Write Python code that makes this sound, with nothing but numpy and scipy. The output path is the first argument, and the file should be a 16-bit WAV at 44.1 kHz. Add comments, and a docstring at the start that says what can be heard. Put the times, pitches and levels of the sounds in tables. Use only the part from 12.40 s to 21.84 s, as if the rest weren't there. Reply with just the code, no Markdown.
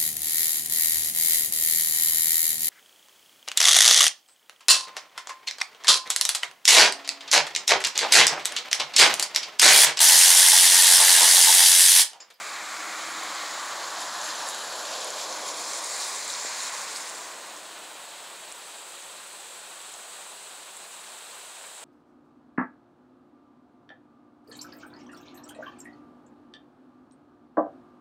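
"""A truck roars by on a wet road beyond a lawn, while storm wind and rain wash through the trees.
Leaves, tyres, spray and mist are noise shaped frame by frame; the engine hum is resonated noise.
The roar sinks in pitch, splashes lift the water hiss, then the truck drops behind cover and fades.
Fine patter runs on; single drops tick close by as short decaying sines, and one dull knock is heard.
A phone microphone in its housing takes it all in mono."""
import sys
import numpy as np
from scipy import signal
from scipy.fft import rfft, irfft
from scipy.io import wavfile
from scipy.ndimage import uniform_filter1d

SR = 44100
rng = np.random.default_rng(int(sys.argv[2]) if len(sys.argv) > 2 else 0)


def log_audio(samples):
    """Write samples as a 16-bit WAV file to the path given in sys.argv[1]."""
    # one column per channel
    frames = np.atleast_2d(samples).T
    # limit to full scale, then quantise
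    limited = np.clip(frames, -1, 1)
    pcm = np.round(limited * 32767).astype(np.int16)
    wavfile.write(sys.argv[1], SR, pcm)


N = 416304
HZ = np.fft.rfftfreq(512, 1 / SR)  # bins of the noise frames
FRAMES = np.arange(N // 128 + 6) * 128 / SR  # frame times in seconds
TIME = np.arange(N) / SR  # sample times in seconds
GONE = np.clip(FRAMES - 5.1, 0, 5)  # seconds of fading down the road


def gain_of(db):
    """Decibels to an amplitude factor."""
    return 10 ** (np.asarray(db) / 20)


def evened(x):
    """Scales to an rms of one."""
    return x / np.sqrt(np.mean(x ** 2) + 1e-20)


def colour(points):
    """Spectrum table, drawn over log frequency, to a gain column of unit total power."""
    f, db = np.transpose(points)
    gain = gain_of(np.interp(np.log(HZ + 1), np.log(f), db, -70, -70))
    return (gain / np.linalg.norm(gain))[:, None]


def hump(centre_hz, width_hz, order=2):
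    """A broad, possibly moving band of unit total power; order 4 gives a flat top and steep skirts."""
    gain = 1 / (1 + ((HZ[:, None] - centre_hz) / width_hz) ** order)
    return gain / np.linalg.norm(gain, axis=0)


def dip(centre_hz, width_hz):
    """Bell-shaped weight around a frequency, which may move with time."""
    return np.exp(-((HZ[:, None] - centre_hz) / width_hz) ** 2)


def curves(rows):
    """Table columns drawn over the frame times; each holds its last value."""
    s, *columns = np.transpose(rows)
    return [np.interp(FRAMES, s, column) for column in columns]


def bumps(rows):
    """Sum of bell-shaped level changes (t/s, change/dB, half length/s) at frame times."""
    return sum(db * np.exp(-((FRAMES - s) / half_s) ** 2) for s, db, half_s in rows)


def smoothed(x, bins, frames):
    """Random field averaged over neighbouring bins and frames, at unit rms."""
    over_bins = uniform_filter1d(x, size=bins, axis=0)
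    return evened(uniform_filter1d(over_bins, size=frames, axis=1))


def unrest(patchy_db, flicker_db, flicker_frames=6):
    """Random gain: drifting patches plus a quick flicker shared over wide bands."""
    a, b = rng.standard_normal((len(FRAMES), len(HZ), 2)).T
    patches = smoothed(a, bins=6, frames=24)
    flicker = smoothed(b, bins=60, frames=flicker_frames)
    return evened(gain_of(patchy_db * patches + flicker_db * flicker))


def noise(magnitude):
    """Noise whose rms follows the column norms of a bins x frames magnitude."""
    a, b = rng.standard_normal((len(FRAMES), len(HZ), 2)).T
    spectrum = a + 1j * b
    flat = signal.istft(spectrum, nperseg=512, noverlap=384)[1]
    shaped = signal.istft(spectrum * magnitude, nperseg=512, noverlap=384)[1]
    return shaped[:N] * np.sqrt(len(HZ)) / flat.std()


def resonate(x, hz, width):
    """Narrow resonance: shifts hz down to zero, smooths, and shifts back."""
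    turn = np.exp(2j * np.pi * hz * np.arange(len(x)) / SR)
    r = np.exp(-np.pi * width / SR)
    return (turn * signal.lfilter([1 - r], [1, -r], x / turn)).real


def ping(hz, length_ms):
    """A sine tick that swells fast and rings out."""
    t = np.arange(1024) / SR
    u = 11500.0 * t / length_ms  # the envelope peaks at u = 1
    return u * np.exp(1 - u) * np.sin(2 * np.pi * hz * t)


def add(mix, s, sound):
    """Lays a sound into the mix at s seconds."""
    part = mix[round(s * SR):][:len(sound)]
    part += sound[:len(part)]


def storm():
    """Wind and rain in wet leaves: a broad wash whose fine hiss on top has its own swell."""
    # course of the wash: t/s, level/dB, fine rain hiss relative to it/dB
    course = [(0, -42.5, -4.5), (1, -39.5, -9), (2.5, -46, -4), (4.5, -42.5, -7.5), (5.7, -41, -5.5),
              (6.3, -42, -2.5), (7.8, -42.5, -0.5), (8.3, -43.5, -1), (8.8, -42.5, -2), (9.44, -44.5, 1.5)]
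    # colour of the leaves: f/Hz, relative density per Hz/dB
    leaves = [(76, -51), (130, -2.5), (206, -18), (257, -24.5), (302, -10.5), (562, -2.5), (986, -1),
              (1800, -5), (2160, -7.5), (2580, -6), (3930, -3.5), (5530, -12.5), (8100, -0.5),
              (11400, -16.5), (15700, -21)]
    level_db, hiss_db = curves(course)
    above = 1 / (1 + (7000 / (HZ[:, None] + 1)) ** 8)
    below = 1 / (1 + (HZ[:, None] / 11500) ** 8)
    wash = colour(leaves) * gain_of(level_db + hiss_db * above * below)
    return noise(wash * unrest(patchy_db=0.42, flicker_db=0.75))


def tyre_spectrum():
    """Tyre roar, rumble and tread hiss as three bands; Doppler shift sinks the lower two."""
    # tyres: t/s, roar level/dB, rumble level/dB, tread hiss level/dB, tread centre f/Hz, unused here
    course = [(0, -42.5, -50.5, -41, 1850, -63.5), (.7, -38.5, -46, -41.5, 1800, -54.5),
              (1.3, -39, -45.5, -41.5, 1720, -59), (1.9, -38.5, -44.5, -40.5, 1630, -60),
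              (2.3, -41, -44, -41, 1550, -62.5), (2.65, -41.5, -41, -43, 1650, -58.5),
              (3.1, -39.5, -43.5, -42, 1800, -56.5), (3.6, -42, -47.5, -41, 1840, -69),
              (4.4, -43, -52.5, -39, 1750, -64), (5, -49, -52.5, -50, 1750, -60.5),
              (5.2, -53, -54, -57, 1790, -62)]
    roar_db, rumble_db, tread_db, tread_hz, _ = curves(course)
    # each pitch falls by about twice its share around the pass; the rumble sinks later
    roar_hz = 1133 * (1 - 0.075 * np.tanh((FRAMES - 1.23) / 0.55))
    rumble_hz = 675 * (1 - 0.093 * np.tanh((FRAMES - 2.16) / 0.55))
    power = (hump(roar_hz, 220) * gain_of(roar_db)) ** 2
    power += (hump(rumble_hz, 185, order=4) * gain_of(rumble_db)) ** 2
    power += (hump(tread_hz, 505) * gain_of(tread_db)) ** 2
    return np.sqrt(power) * unrest(patchy_db=0.68, flicker_db=-0.08) * gain_of(-14 * GONE)


def wetness():
    """Spray and mist levels in dB: slow course, lifted by puddle splashes, altered by tree trunks."""
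    # water thrown off the wheels: t/s, spray level/dB, fine mist level/dB
    course = [(0, -42, -55), (.6, -39.5, -52.5), (1, -39, -52.5), (1.5, -39, -51.5), (2, -37, -48),
              (2.35, -38, -48.5), (2.6, -36.5, -47.5), (3, -37, -50), (3.3, -35.5, -43), (3.7, -35, -40),
              (4, -35.5, -44), (4.25, -35, -42.5), (4.55, -39.5, -43.5), (4.8, -43, -48), (5, -49, -53)]
    # a wheel crosses a puddle: t/s, spray rise/dB, mist rise/dB, half length/s
    splashes = [(1.63, 2, 4, .03), (1.87, 3, 2.5, .05), (2.095, 0, 5, .02), (2.54, 2, 0, .04),
                (2.653, 0.5, 0, 0.014), (2.81, 2.5, 4, 0.033), (3.085, 2.5, 5, .025), (3.203, 0, 4, 0.02),
                (3.36, 2, 1, .04), (3.46, 0.5, 1, 0.018), (3.626, 3, 2.5, .05), (3.9, 0.5, 3, 0.018),
                (4.257, 2, 2, .035), (4.4, 0, 1.5, .03), (4.57, 2.5, 4, 0.014), (4.687, 2.5, 2, .02)]
    # trunks briefly hide the water, one entry lifts it instead: t/s, level change/dB
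    trunks = [(1.7, -1.5), (2.87, -2), (3.135, -1.5), (3.415, -3), (3.54, 1.5), (4.31, -3), (4.46, -3)]
    spray_db, mist_db = curves(course)
    s, spray_rise_db, mist_rise_db, half_s = np.transpose(splashes)
    hidden_db = bumps([(at, db, 0.016) for at, db in trunks])
    spray_db = spray_db + bumps(zip(s, spray_rise_db, half_s)) + hidden_db
    mist_db = mist_db + bumps(zip(s, mist_rise_db, half_s)) + hidden_db
    return spray_db, mist_db


def water_spectrum():
    """Coarse spray, mist and the finest haze off the wheels; they change colour once heard from behind."""
    # spray colour: f/Hz, relative density per Hz/dB
    spray_colour = [(1500, -35), (2300, -3.5), (3000, -0.5), (4120, 2.5), (5800, -1.5), (7110, 3),
                    (7500, 2), (8350, -25), (9000, -28), (11700, -35)]
    # mist colour: factor on the mist centre, relative density per Hz/dB
    mist_colour = [(.72, -5), (.84, -2), (.93, 1), (1.0, 3.5), (1.1, -1.5), (1.2, -5), (1.35, -13.5),
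                   (1.6, -18)]
    spray_db, mist_db = wetness()
    behind = .5 + .5 * np.tanh((FRAMES - 3.2) / 0.21)  # 0 from the side, 1 from behind
    tilt_db = -0.5 + 3.5 * behind  # per octave around 5500 Hz
    mist_hz = 10050 - 1450 * behind
    octaves = np.log2((HZ[:, None] + 1) / 5500)
    spray = colour(spray_colour) * gain_of(spray_db + tilt_db * octaves)
    factor, shape_db = np.transpose(mist_colour)
    mist = gain_of(np.interp(HZ[:, None] / mist_hz, factor, shape_db, -60))
    mist = mist / np.linalg.norm(mist, axis=0) * gain_of(mist_db)
    haze = hump(12300, 1200, order=4) * gain_of(mist_db - 19)
    water = np.hypot(spray, np.hypot(mist, haze))
    return water * unrest(patchy_db=1.23, flicker_db=1.0, flicker_frames=4) * gain_of(-25 * GONE)


def lawn_echo():
    """The echo off the lawn interferes with the direct sound: bands that slide with the path."""
    # bands: t/s, upper f/Hz, its level change/dB, lower f/Hz, its level change/dB
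    ground = [(0, 2980, -5, 2400, 3.5), (1, 2640, -4, 2240, 5), (1.6, 2660, -4.5, 2200, -2),
              (2.1, 2470, -3.5, 2140, -2), (2.6, 2680, -3, 1930, -4), (3.1, 2840, -7.5, 1820, -7),
              (3.6, 2980, -9.5, 1790, -3.5), (4.3, 3080, -3, 1760, -5), (5.2, 3000, -9, 1750, 1)]
    upper_hz, upper_db, lower_hz, lower_db = curves(ground)
    hollow_db = -3 * np.clip(FRAMES - 1.9, 0, 1)  # a third band weakens after the pass
    return gain_of(upper_db * dip(upper_hz, 370) + lower_db * dip(lower_hz, 240)
                   + hollow_db * dip(1290, 66))


def engine_hum(hum_db):
    """Engine and exhaust: one noise drives three resonances, each passed twice."""
    # resonances: f/Hz, width/Hz, relative level/dB
    modes = [(160, 37, -22), (218.5, 32, -4.5), (316.7, 55, 6)]
    drive = rng.standard_normal(N)
    hum = np.zeros(N)
    for hz, width, db in modes:
        ringing = resonate(resonate(drive, hz, width), hz, width)
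        hum += gain_of(db) * evened(ringing)
    level = gain_of(hum_db - 7.7 * GONE)  # fades more slowly than tyres and water
    return evened(hum) * np.interp(TIME, FRAMES, level)


def truck():
    """Tyres and water add in power and pass over the lawn; the engine hums beneath."""
    # of these tyre and engine columns only t/s and the last, hum level/dB, serve here
    course = [(0, -42.5, -50.5, -41, 1850, -63.5), (.7, -38.5, -46, -41.5, 1800, -54.5),
              (1.3, -39, -45.5, -41.5, 1720, -59), (1.9, -38.5, -44.5, -40.5, 1630, -60),
              (2.3, -41, -44, -41, 1550, -62.5), (2.65, -41.5, -41, -43, 1650, -58.5),
              (3.1, -39.5, -43.5, -42, 1800, -56.5), (3.6, -42, -47.5, -41, 1840, -69),
              (4.4, -43, -52.5, -39, 1750, -64), (5, -49, -52.5, -50, 1750, -60.5),
              (5.2, -53, -54, -57, 1790, -62)]
    hum_db = curves(course)[-1]
    road = np.hypot(tyre_spectrum(), water_spectrum())
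    return noise(road * lawn_echo()) + engine_hum(hum_db)


def patter(db, per_s, spread_db):
    """Many small drops of random size and pitch, a few of them large; per_s is their mean rate."""
    size = gain_of(spread_db * np.minimum(rng.exponential(1, N), 4))
    hits = size * (rng.random(N) < per_s / SR)
    kind = rng.integers(0, 12, N)
    out = np.zeros(N)
    for k, hz in enumerate(np.geomspace(3800, 8300, num=12)):
        out += signal.oaconvolve(hits * (kind == k), ping(hz, 2.4))[:N]
    return gain_of(db) * evened(out)


def spray_patter():
    """Dense drops that follow the spray level and stop at 5.1 s."""
    spray = gain_of(np.interp(TIME, FRAMES, wetness()[0])) * (np.arange(N) < 5.1 * SR)
    return spray * patter(-10.5, 600, 2.4)


def near_drops():
    """Close ticks, each with a weak higher ring; all last about as many cycles."""
    # drops: t/s, main tick level/dB, f/Hz
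    ticks = [(.9497, -25, 7540), (1.6059, -26, 9650), (1.8158, -23, 6550), (1.8951, -28, 6550),
             (2.0886, -19, 7500), (2.0976, -24, 9990), (2.1471, -23, 7580), (2.6459, -20, 8610),
             (2.7044, -21, 7240), (2.9266, -26, 5860), (3.3344, -21, 6200), (3.444, -21, 8100),
             (3.879, -22, 7580), (3.9018, -22, 3900), (3.9392, -21, 5860), (3.9501, -26, 3820),
             (3.998, -21, 6890), (4.205, -23, 4130), (4.2209, -24, 6890), (4.271, -32, 8610),
             (4.5607, -23, 4800), (4.6975, -26, 8500), (5.1648, -31, 6550), (6.1169, -34, 5540),
             (6.124, -25, 8100), (6.624, -33, 6550), (7.5397, -29, 6890), (8.3684, -31, 7580),
             (8.3732, -28, 8610), (8.7873, -33, 7580), (9.2686, -31, 7920)]
    out = np.zeros(N)
    for s, db, hz in ticks:
        length_ms = 21.6 / hz * 1e3
        ring = ping(min(1.23 * hz, 14000), 1.7 * length_ms)
        add(out, s, gain_of(db) * (ping(hz, length_ms) + .25 * ring))
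    return out


def housing_knock():
    """A dull knock on the housing: 2.3 cycles of a cosine in a smooth window."""
    # knock: t/s, level/dB, f/Hz
    s, db, hz = (4.0475, -25.5, 560)
    out = np.zeros(N)
    t = np.arange(round(2.3 * SR / hz)) / SR
    add(out, s, gain_of(db) * np.hanning(len(t)) * -np.cos(2 * np.pi * hz * (t - t.mean())))
    return out


def scene():
    """Sums all layers into two equal channels."""
    mono = storm() + truck() + patter(-63.5, 200, 2.4) + spray_patter()
    mono = mono + near_drops() + housing_knock()
    return np.array([mono, mono])


def record(dry):
    """The housing colours, the microphone drops the bass and adds faint low flutter; then a band limit."""
    # small bumps and dips of the phone housing: f/Hz, width/Hz, level change/dB
    body = [(470, 31, -1.5), (650, 22, 0), (1170, 51, -0.1), (1274, 60, -1.5), (1470, 69, 1),
            (2450, 106, 2), (2660, 93, 0.5), (3520, 160, -1), (7750, 180, 2), (10300, 350, 0.5),
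            (12000, 540, -2.5)]
    hz = np.fft.rfftfreq(N, 1 / SR)
    housing = gain_of(sum(db * np.exp(-((hz - f) / width) ** 2) for f, width, db in body))
    coloured = irfft(rfft(dry) * housing, N)
    thin = signal.sosfilt(signal.butter(4, 160, "high", fs=SR, output="sos"), coloured)
    low_pass = signal.butter(2, 100, fs=SR, output="sos")
    flutter = evened(signal.sosfilt(low_pass, rng.standard_normal(N)))
    drift = uniform_filter1d(uniform_filter1d(rng.standard_normal(N), size=4000), size=4000)
    lumps = gain_of(3.5 * evened(drift))  # the flutter swells and sinks at random
    thin = thin + gain_of(-87.5) * flutter * lumps
    band_limit = signal.firwin(1023, 15770, window=("kaiser", 9), fs=SR)  # low-pass edge in Hz
    return signal.oaconvolve(thin, band_limit[None], "same")


dry = scene()
out = record(dry)
log_audio(out)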